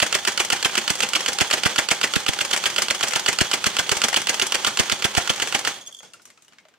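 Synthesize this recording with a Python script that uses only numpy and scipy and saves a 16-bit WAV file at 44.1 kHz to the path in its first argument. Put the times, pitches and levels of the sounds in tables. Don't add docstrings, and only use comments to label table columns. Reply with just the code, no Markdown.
import sys
import numpy as np
from scipy import signal
from scipy.io import wavfile

SR = 44100
rng = np.random.default_rng(int(sys.argv[2]) if len(sys.argv) > 2 else 0)


def undo_db(level):
    steps = np.asarray(level, float) / 20
    return 10 ** steps


def file_out(sig):
    cols = np.atleast_2d(sig).T
    lim = np.clip(cols, -1, 1)
    pcm = np.round(lim * 32767).astype(np.int16)
    wavfile.write(sys.argv[1], SR, pcm)


N = 298998
MOTOR_OFF_S, GEARS_STOP_DB_PER_S = 5.723, 162


def in_time(s):
    return np.maximum(np.arange(N) / SR - s, 0)


def clicks(times, db):
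    out = np.full(N, 1e-18)
    places = np.round(np.asarray(times) * SR).astype(int)
    np.add.at(out, np.clip(places, 0, N - 1), undo_db(np.asarray(db)))
    return out


def swell(train, rise_s, fall_s):
    rise, fall = np.exp(-1 / (rise_s * SR)), np.exp(-1 / (fall_s * SR))
    return signal.lfilter([1 - rise], np.convolve([1, -rise], [1, -fall]), train)


def grit(spread_db, apart):
    sizes = undo_db(spread_db * np.minimum(rng.exponential(1, N), 5))
    shared, *own = rng.standard_normal((3, N)) * sizes
    out = signal.lfilter([.6, .3], [1], shared) + apart * signal.lfilter([1, -.35], [1], own)
    return out / out.std()


def body(force, modes):
    out, power = 0, 0
    for k, (hz, width_hz, db) in enumerate(modes):
        r = np.exp(-np.pi * width_hz / SR)
        poles = [1, -2 * r * np.cos(2 * np.pi * hz / SR), r * r]
        unit_peak = (1 - r * r) / 2
        out = out + (-1) ** k * undo_db(db) * unit_peak * signal.lfilter([1, 0, -1], poles, force)
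        power += undo_db(db) ** 2 * unit_peak
    return out / np.sqrt(power)


def pings(rows, level_db, cycles, rise, spread):
    out = np.zeros((2, N))
    for (s, db, hz), (phase, apart) in zip(rows, rng.uniform(-0.95, 1, (len(rows), 2))):
        turn = np.arange(int(6 * cycles * SR / hz)) * hz / SR
        shape = (1 - np.exp(-turn / rise)) * np.exp(-turn / cycles)
        start = round((s - 1.5 * rise / hz) * SR)
        angle = 2 * np.pi * turn + np.pi * phase + spread * apart * np.array([[1], [-1]])
        out[:, start:start + len(turn)] += undo_db(db + level_db) * shape / shape.max() * np.sin(angle)
    return out


def side_gain(pan_db):
    return undo_db(np.array([[.5], [-.5]]) * pan_db)


def dulled(x):
    return signal.lfilter(*signal.butter(2, 12500, fs=SR), x)


# latch t/s, click
# level/dB, slam level/dB, shudder level/dB
GEAR_TURNS = [(0.001, -6, -12.5, -13.5), (0.1262, -5.5, -8, -16), (0.2506, -7.5, -9, -12.5),
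              (0.3758, -6, -8.5, -13), (0.502, -5, -8, -15), (0.627, -7.5, -12, -13),
              (0.7538, -7, -6, -22.5), (0.8783, -6, -7, -19.5), (1.0043, -5.5, -14, -15.5),
              (1.1338, -7, -8.5, -19.5), (1.2609, -7, -9, -20), (1.3864, -7, -6.5, -13),
              (1.5108, -4, -6.5, -17), (1.6345, -6, -15.5, -12), (1.7601, -8, -10.5, -11),
              (1.8872, -7, -7.5, -11.5), (2.0132, -7.5, -18.5, -14.5), (2.1369, -7, -12, -21),
              (2.2638, -8, -8.5, -29), (2.3887, -8.5, -10.5, -27), (2.5122, -8.5, -13, -17),
              (2.6387, -8.5, -9.5, -17.5), (2.762, -7.5, -16.5, -20),
              (2.8835, -8.5, -9.5, -21.5),
              (3.0091, -8, -9.5, -17), (3.1347, -7.5, -8.5, -18), (3.2613, -6.5, -5.5, -14.5),
                           (3.387, -5, -7, -16), (3.514, -6.5, -13.5, -15.5), (3.6416, -5.5, -5.5, -18.5),
                           (3.767, -7, -9, -14.5), (3.8927, -6.5, -6, -14.5), (4.017, -5.5, -8, -15),
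                           (4.1424, -5.5, -12, -14), (4.2705, -7, -6.5, -18), (4.3973, -5, -10, -17),
                           (4.522, -5, -8, -18), (4.6472, -5, -11.5, -15), (4.7726, -7, -5.5, -15),
                           (4.8976, -7, -8.5, -24.5), (5.023, -8.5, -9, -16), (5.1502, -8, -10.5, -12.5),
                           (5.275, -8.5, -8, -18), (5.399, -8.5, -12, -19), (5.5243, -9.5, -11.5, -16),
                           (5.6496, -8, -13.5, -16.5)]


def turns():
    return np.transpose(GEAR_TURNS)


# f/Hz, width/Hz, level/dB
SLIP_MODES = [(1400, 300, -9), (2300, 600, -6), (3150, 550, 0), (5500, 1500, -14), (8000, 3000, -17),
              (14000, 4000, -29)]
# f/Hz, width/Hz, level/dB
SLAM_MODES = [(330, 380, -2.5), (900, 210, -4), (1270, 990, -1), (2080, 750, 1), (3006, 280, 3.5),
              (3410, 58, 5.5), (4200, 360, -1), (6080, 1840, -1), (8000, 1800, -0.5), (9350, 5300, -12),
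              (14800, 3600, -22)]
# t/s, level/dB
PISTON_SLIPS = [(0.021, -12), (0.1456, -12.5), (0.2713, -16.5), (0.3965, -16.5), (0.5215, -15),
                (0.6487, -9.5), (0.773, -16.5), (0.8986, -14), (1.0235, -14.5), (1.1532, -11),
                (1.2816, -14.5), (1.404, -16.5), (1.53, -11.5), (1.6543, -15), (1.782, -13.5), (1.907, -14),
                (2.0333, -12.5), (2.1576, -12), (2.2843, -12), (2.4094, -13), (2.532, -11.5),
                (2.658, -10.5), (2.7833, -12), (2.904, -14), (3.0293, -14), (3.1566, -13.5),
                (3.2812, -13.5), (3.407, -13.5), (3.5345, -12), (3.661, -16), (3.788, -13), (3.915, -20),
                (4.0384, -14), (4.163, -12.5), (4.289, -15), (4.4175, -12.5), (4.5434, -15), (4.667, -12.5),
                (4.792, -11.5), (4.9179, -13), (5.0444, -12), (5.169, -14.5), (5.2959, -13), (5.4212, -16),
                (5.547, -15), (5.67, -19)]
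# t/s, peak level/dB, ring f/Hz
METAL_KNOCKS = [(0.0258, -7, 1830), (0.0285, -11, 2560), (0.1481, -14, 2980),
                (0.1513, -10, 1940), (0.2748, -9, 1800), (0.2803, -23, 2290),
                (0.4001, -14, 1830), (0.4029, -8, 2370), (0.4061, -11, 1960),
                (0.5247, -10.5, 2600), (0.5357, -21, 1920), (0.6509, -20, 4200),
                (0.6567, -14, 2720), (0.6601, -11, 1940), (0.7765, -12, 2560),
                (0.7856, -8.5, 2550), (0.9031, -10, 6300), (0.9057, -20, 2300),
                (1.0283, -14, 3340), (1.0304, -11, 2890), (1.035, -7, 2720),
                (1.1567, -14.5, 2660), (1.1651, -16.5, 1140), (1.2857, -18, 5750),
                (1.2883, -16, 2220), (1.409, -4.5, 2650), (1.4152, -13, 1350),
                (1.4189, -23, 1990), (1.5348, -13, 2700), (1.5372, -9, 3010),
                (1.5401, -6.5, 1660), (1.6579, -6, 2700), (1.6608, -7, 2050),
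                (1.6653, -7, 1560), (1.785, -8, 3430), (1.7904, -12, 3390), (1.7954, -15, 2350),
                (1.9115, -12, 2000), (1.915, -8, 2280), (1.9199, -12, 2000), (2.037, -8, 3110),
                (2.04, -6, 2540), (2.0433, -6.5, 2000), (2.1609, -7, 3400), (2.1634, -11, 1660),
                (2.2881, -17, 3350), (2.4124, -8.5, 2100), (2.4148, -22, 3050),
                (2.5344, -5.5, 3400), (2.5368, -9.5, 2000), (2.5451, -19, 2670),
                (2.6618, -9, 1900), (2.6653, -17, 2150), (2.7856, -7.5, 2100),
                (2.7877, -13, 2150), (2.909, -7.5, 2080), (2.9114, -8.5, 3200),
                (3.0327, -17, 2690), (3.0357, -14, 3100), (3.16, -12, 3420),
                             (3.1628, -14, 900), (3.2849, -9, 1890), (3.2878, -17, 2170),
                             (3.2907, -17, 1300), (3.4101, -10.5, 2010), (3.4203, -12, 2990),
                             (3.5384, -5.5, 4980), (3.5412, -13, 3060), (3.665, -8, 4240),
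                             (3.672, -13, 2100), (3.7888, -12, 3510), (3.7937, -6, 3270),
                             (3.7978, -7, 1500), (3.915, -12, 3170), (3.9178, -14.5, 3250),
                             (3.92, -23, 3170), (4.0395, -1.5, 4220), (4.043, -12, 3070),
                             (4.048, -18, 1350), (4.1671, -7, 6540), (4.173, -9, 2600), (4.294, -6, 2720),
                             (4.301, -21.5, 1110), (4.4216, -15, 3240), (4.4246, -17, 3260),
                             (4.5476, -24, 2690), (4.555, -6, 2820), (4.6705, -16.5, 1160),
                             (4.7966, -8, 2770), (4.8, -16, 2660), (4.9223, -6, 3450), (4.9292, -15, 3150),
                             (5.0472, -13, 2210), (5.0536, -16, 1270), (5.0557, -9, 2870),
                             (5.1723, -8, 1770), (5.1808, -10.5, 2080), (5.299, -17, 3400),
                             (5.3024, -18, 1800), (5.424, -10, 1970), (5.5489, -8, 2100), (5.551, -8, 2200),
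                             (5.6743, -8, 1770), (5.6796, -19, 2960)]


def piston():
    s, _, slam_db, _ = turns()
    slip_s, slip_db = np.transpose(PISTON_SLIPS)
    knocks = METAL_KNOCKS
    knock_s, knock_db = np.transpose(knocks)[:2]
    slip = swell(clicks(slip_s - .003, slip_db + 6.5), 0.0029, 0.003) * grit(1.6, apart=0.6)
    slam_delay_s = 0.0232
    slam = swell(clicks(s + slam_delay_s, slam_db + 0.31), 0.0003, 0.0061) * grit(2.96, apart=1.59)
    signs = np.sign(rng.standard_normal(N) + 0.6 * rng.standard_normal((2, N)))
    bare = clicks(knock_s, knock_db + 12.5) * signs
    parts = body(slip, SLIP_MODES) + body(slam + bare, SLAM_MODES)
    parts += pings(knocks, -2.5, cycles=3.15, rise=.15, spread=0.95)
    return side_gain(-2.4) * parts


# f/Hz, width/Hz, level/dB
BASE_MODES = [(184.5, 50, -8.5), (354, 450, -5.5), (800, 277, 0.5), (1436, 570, 1.5), (2010, 900, 2),
              (2800, 770, 0), (4730, 920, -5), (6870, 2400, -7), (10160, 2500, -14), (14000, 3200, -24)]
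# t/s, peak level/dB, ring f/Hz
BASE_THUMPS = [(0.0303, -20, 600), (0.1543, -30, 330), (0.2823, -23, 630), (0.4077, -29, 374),
               (0.5303, -23.5, 776), (0.6577, -15, 980), (0.7886, -27, 360), (0.9121, -37, 304),
               (1.0372, -27, 510), (1.164, -27, 320), (1.2939, -34, 510), (1.4224, -32, 880),
               (1.5397, -25, 605), (1.6692, -26, 900), (1.7927, -19, 640), (1.919, -17, 664),
               (2.044, -26, 580), (2.1652, -37, 337), (2.2896, -23, 795), (2.4164, -29, 580),
               (2.5409, -24.5, 800), (2.6649, -30, 704), (2.7879, -24, 594), (2.912, -20, 594),
               (3.0381, -23, 620), (3.1629, -33, 795), (3.2961, -26, 845), (3.4157, -24, 370),
               (3.5392, -40, 800), (3.6692, -32, 800), (3.8029, -22, 714), (3.9278, -23, 403),
               (4.0423, -22.5, 890), (4.1756, -25, 840), (4.3033, -27, 526), (4.4304, -23, 372),
               (4.5577, -25, 520), (4.6714, -19.5, 820), (4.8051, -36, 290), (4.9246, -30, 610),
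               (5.0606, -24.5, 710), (5.1846, -20.5, 706), (5.3044, -24, 537), (5.4263, -29, 393),
               (5.5501, -18, 820), (5.675, -21, 950)]


def wooden_base():
    s, _, _, shudder_db = turns()
    shudder_delay_s = 0.02595
    force = swell(clicks(s + shudder_delay_s, shudder_db + 5.5), 0.001, 0.01) * grit(3.8, apart=1.0)
    thumps = pings(BASE_THUMPS, -1, cycles=2.9, rise=1.246, spread=0.89)
    return side_gain(-1.1) * (body(force, BASE_MODES) + thumps)


# f/Hz, width/Hz, level/dB
LATCH_MODES = [(530, 260, -12), (900, 170, -7.5), (1350, 300, -3), (2000, 490, -6), (2870, 490, -1),
               (3520, 290, -3.5), (4540, 390, -3), (6000, 390, -8), (7160, 900, -8.5), (9800, 4400, -23),
               (13400, 1700, -26.5)]


def latch():
    s, click_db = turns()[:2]
    rebound_db = click_db - 5.5 + 1.8 * rng.standard_normal(len(s))
    tick = clicks(s - .0003, click_db - 6)
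    hit = clicks(s + .0005, click_db - 1)
    rebound = clicks(s + .0037, rebound_db - 3)
    sharp = 4.6 * (np.diff(tick, prepend=0) - hit + rebound)
    fresh = swell(tick + hit + rebound, .0002, .0026) * grit(2, apart=1.4)
    lead_in = swell(clicks(s - .002, click_db - 16), .0005, .002) * grit(2, apart=.5)
    click = body(sharp + .46 * fresh + lead_in, LATCH_MODES)
    lows = signal.lfilter(*signal.butter(2, 3700, fs=SR), click)
    treble_lost_per_db = 1.3
    click_now_db = np.interp(in_time(0), s, click_db)
    treble_db = np.minimum(treble_lost_per_db * (click_now_db + 7.0), 0)
    return side_gain(-4.5) * (lows + undo_db(treble_db) * (click - lows))


# t/s, level/dB, left-right level/dB
STRONG_PUFFS = [(0.027, -17, -9), (0.157, -27, -6), (0.531, -18, -1), (0.657, -17.5, -2.5),
                (0.907, -18, -7.5), (1.4169, -10, -6.5), (1.6614, -10, -9.5), (1.788, -17.5, -8),
                (1.917, -22, -4), (2.1674, -9.5, -10.5), (2.292, -11, -2), (3.036, -22, 2),
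                (3.163, -19, -6), (3.29, -17, -2.5), (3.4164, -11.5, 22), (3.67, -16, 2.5),
                (3.796, -23, -10), (3.9208, -13.5, 2), (3.969, -25, 3), (4.169, -23, -1.5),
                (4.674, -21, -1.5), (4.802, -10, 1), (4.929, -14.5, -4.5), (5.052, -17, -14),
                (5.179, -8, -11), (5.304, -13.5, -5.5), (5.5519, -24, -6)]


def air_puffs():
    faint = [(s + 0.03, -30.5, 5 * rng.standard_normal()) for s in turns()[0]]
    s, puff_db, side_db = np.transpose(STRONG_PUFFS + faint)
    port_db = puff_db + side_db * np.array([[.5], [-.5]]) - 0.28 * np.abs(side_db)
    train = np.array([clicks(s - .0015, db + 5.5) for db in port_db])
    train += clicks(turns()[0], -36)
    push = swell(train, 0.00054, 0.0011)
    pull = 0.72 * signal.lfilter([.012], [1, -.988], push)
    wave = 2.02 * (push - pull)
    turbulence = body(rng.standard_normal((2, N)), [(82, 69, -3.0), (290, 350, -7.0)])
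    lumpy = swell(train, 0.00033, 0.0042) * turbulence
    return wave * [[-1], [1]] + 0.18 * lumpy


# f/Hz, width/Hz, level/dB
BAG_WALL_MODES = [(510, 180, 0.5), (1210, 870, 1.8), (2100, 1100, 4.5), (3400, 640, 1.5)]
# f/Hz, width/Hz, level/dB
PAPER_MODES = [(5200, 1700, 10), (7900, 1800, 9), (10300, 810, 4), (14000, 2100, -8.5)]
# t/s, level/dB, brightness level/dB
BAG_STRIKES = [(0.064, -17, -2), (0.319, -26.5, 1.5), (0.447, -18, 0.5), (0.695, -20, -17),
               (0.953, -23.5, 4), (1.205, -19, -1), (1.33, -23, 5.5), (1.579, -25, -13), (2.201, -31, 4),
               (2.333, -17, -3), (2.449, -21, 1), (2.562, -13.5, -5), (2.7, -21.5, -0.5), (2.819, -14, 3),
               (2.946, -20, -1), (3.082, -24.5, 7), (3.195, -22, 2.5), (3.328, -17.5, -0.5),
               (3.968, -17, 1), (4.083, -14.5, 0), (4.216, -20, -1), (4.342, -16, -3), (4.466, -26, 9),
               (5.472, -19.5, -2), (5.59, -21, 1)]
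# t/s, level/dB, brightness level/dB, left-right level/dB
PELLET_BOUNCES = [(0.987, -29, -3, -9), (1.087, -24.5, 4, 2), (1.501, -20, -3.5, 4), (1.725, -30, -17, -7),
                  (2.508, -25, 3.5, -3), (2.574, -18, -2, 2), (3.073, -21.5, -1, -3), (3.108, -19, -3, 0),
                  (3.121, -23, -10, 16), (3.863, -23, -25, 1), (4.128, -15, -6, 8), (4.855, -29, 1, -2),
                  (5.199, -18, -22, 1), (5.247, -25, -21, -4), (5.359, -28, 2, 5)]


def pellets():
    bag_side_db = 1.5
    hits = [(*row, bag_side_db) for row in BAG_STRIKES] + PELLET_BOUNCES
    s, db, bright_db, pan_db = np.transpose(hits)

    def push(level_db, fall_s):
        return np.array([swell(clicks(s, level_db + sign * pan_db / 2), .0006, fall_s) for sign in (1, -1)])

    knock = push(db + 2.5, .005) * grit(0.98, apart=1.0)
    crack = push(db + bright_db, .007) * grit(1.6, apart=1.0)
    return body(knock, BAG_WALL_MODES) + body(crack, PAPER_MODES)


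# t/s, level/dB, ring f/Hz, brightness level/dB
STRAY_PELLETS = [(5.892, -35.5, 600, -14), (6.005, -37, 500, -19), (6.031, -37, 1500, 4),
                 (6.135, -34.5, 2740, 8), (6.197, -44, 1460, -18), (6.219, -43, 8300, 17),
                 (6.254, -34.5, 5460, 7), (6.275, -51, 11000, 14), (6.302, -40.5, 2120, 3),
                 (6.375, -40, 1360, -6), (6.422, -41.5, 6050, 7), (6.448, -46, 5600, 3),
                 (6.481, -44, 2920, 5), (6.523, -43, 1500, -10), (6.533, -44, 880, -3),
                 (6.585, -38, 2150, -5), (6.601, -60, 11500, 16), (6.652, -41, 635, -17),
                 (6.685, -44.5, 575, -1), (6.739, -45, 1650, -6)]


def strays():
    out, contact = np.zeros((2, N)), grit(1.9, apart=1.0)
    for s, db, hz, bright_db in STRAY_PELLETS:
        fall_s = max(0.013 + 0.0003 * bright_db, .004)
        start = round(s * SR)
        span = slice(start, start + SR // 8)
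        t = np.arange(contact[:, span].shape[1]) / SR
        rattle, crack = 0.7 * np.exp(-t / fall_s), 1.1 * np.exp(-t / 0.002)
        force = contact[:, span] * (rattle + crack)
        modes = [(hz, 0.059 * hz, 3 - hz / 1000), (1100, 700, -9), (2000, 1600, -9),
                 (6800, 4200, bright_db - 13.5)]
        out[:, span] += undo_db(db - 5.0) * side_gain(1.5) * body(force, modes)
    return dulled(out)


# t/s, level/dB, ring f/Hz
HOLLOW_LANDINGS = [
    (6.033, -47, 850),
    (6.047, -51, 470),
    (6.143, -41, 1370),
]


def hollow_part():
    return pings(HOLLOW_LANDINGS, 0, cycles=9.8, rise=1.0, spread=.6)


# f/Hz, width/Hz, level/dB
GEAR_MODES = [(160, 73, -6), (360.6, 38, 2), (543, 78, 0.5), (820, 125, 5), (1350, 1050, -0.5),
              (2450, 690, 1.5), (3090, 420, 4), (4300, 1270, -2), (6050, 1250, -2.5), (8250, 1840, -8),
              (15100, 5700, -25)]


def gears():
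    level_db = -27 - GEARS_STOP_DB_PER_S * in_time(MOTOR_OFF_S)
    load = 0.72 + swell(clicks(turns()[0, :-1] + 0.059, 0), 0.0011, 0.0077)
    lumps_per_s, lump_db = 70, 2.5
    lumps = np.interp(in_time(0) * lumps_per_s, np.arange(1000), rng.standard_normal(1000))
    grind = body(grit(3.05, apart=1.0), GEAR_MODES)
    return side_gain(-2.5) * undo_db(level_db + lump_db * lumps) * load * grind


# f/Hz, width/Hz, level/dB
JAR_MODES = [(3270, 76, 2), (3510, 110, -1.5), (4530, 92, -7), (5750, 270, -9), (6520, 100, 0),
             (8300, 3200, -16.5)]
# f/Hz, width/Hz, level/dB
JAR_HIT_MODES = [(3240, 150, -2), (3500, 130, -4.5), (4530, 60, -11), (5750, 150, -12), (6520, 40, 4),
                 (8300, 3300, -14.5)]
# t/s, level/dB
COASTING_TICKS = [(5.759, -21), (5.785, -26), (5.8102, -19), (5.8214, -28), (5.8617, -20), (5.871, -13),
                  (5.878, -20), (5.925, -19), (5.9463, -19), (5.9663, -26), (5.988, -21), (5.9964, -23),
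                  (6.0307, -32), (6.055, -33)]


def feed_jar():
    full_db = -37.5 - 0.3 * in_time(0) - GEARS_STOP_DB_PER_S * in_time(MOTOR_OFF_S)
    coast_db = -51 - 130 * in_time(6.02)
    shaken = swell(rng.random(N) < 60 / SR, 0.00048, 0.009)
    impacts = rng.random(N) < (200 + 1200 * shaken) / SR
    rattle = undo_db(np.maximum(full_db, coast_db)) * impacts * grit(1.9, apart=1.0) * 7
    tick_s, tick_db = np.transpose(COASTING_TICKS)
    ticks = swell(clicks(tick_s, tick_db - 14), .0003, 0.0035) * grit(2.2, apart=0.67)
    return side_gain(-2.5) * (body(rattle, JAR_MODES) + dulled(body(ticks, JAR_HIT_MODES)))


def room(x):
    t60_s, level_db, wall_cut_hz = 0.18, -11, 5600
    t = np.arange(SR // 2) / SR
    shared, *own = rng.standard_normal((3, len(t)))
    field = shared + 1.73 * signal.lfilter([1, -.93], [1], own)
    field = signal.lfilter(*signal.butter(1, wall_cut_hz, fs=SR), field)
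    field = field * undo_db(-60 * t / t60_s) * (t > .004)
    field = field / np.sqrt(np.sum(field ** 2) / 2)
    return undo_db(level_db) * signal.oaconvolve(x.mean(axis=0)[None], field)[:, :N]


# f/Hz, width/Hz, level/dB
AIR_MODES = [(60, 42, -24), (152, 180, -1), (463, 740, -1.5), (1500, 1400, -2.5), (2600, 2300, -5)]
# f/Hz, width/Hz, level/dB
RUSTLE_MODES = [(4930, 1600, 0.19), (7500, 5700, -2.2)]
# t/s, level/dB
SLEEVE_RUSTLES = [
    (6.025, -46),
    (6.14, -55),
    (6.26, -57),
    (6.51, -61),
    (6.59, -72),
]


def murmur():
    stirred = undo_db(-40 - 120 * in_time(MOTOR_OFF_S))
    quiet = undo_db(-57.5) + 2 * swell(clicks(*np.transpose(SLEEVE_RUSTLES)), 0.013, 0.027)
    hiss = quiet * undo_db(-5.5 - 51 * in_time(6.43))
    air = (stirred + quiet) * body(grit(2.7, apart=1.0), AIR_MODES)
    air = air + hiss * body(grit(2.5, apart=0.7), RUSTLE_MODES)
    return signal.sosfilt(signal.butter(3, 8000, fs=SR, output="sos"), air)


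def self_noise():
    return undo_db(-81) * np.diff(rng.standard_normal((2, N)), prepend=0)


def scene():
    near = piston() + wooden_base() + latch() + pellets() + strays() + gears() + feed_jar()
    left_lag = 2
    near[0] = signal.lfilter([1.06, -.14], [1], np.roll(near[0], left_lag))
    return near + room(near) + air_puffs() + hollow_part() + murmur() + self_noise()


def band_limit(x):
    return signal.sosfilt(signal.butter(12, 16850, fs=SR, output="sos"), x)


def record(dry):
    peak = 0.89
    rounded = peak * np.tanh(dry / peak)
    bass_cut = signal.butter(2, 55, "high", fs=SR, output="sos")
    top_cut = signal.cheby2(14, 50, 16300, fs=SR, output="sos")
    return band_limit(signal.sosfilt(np.vstack([bass_cut, top_cut]), rounded))


dry = scene()
out = record(dry)
file_out(out)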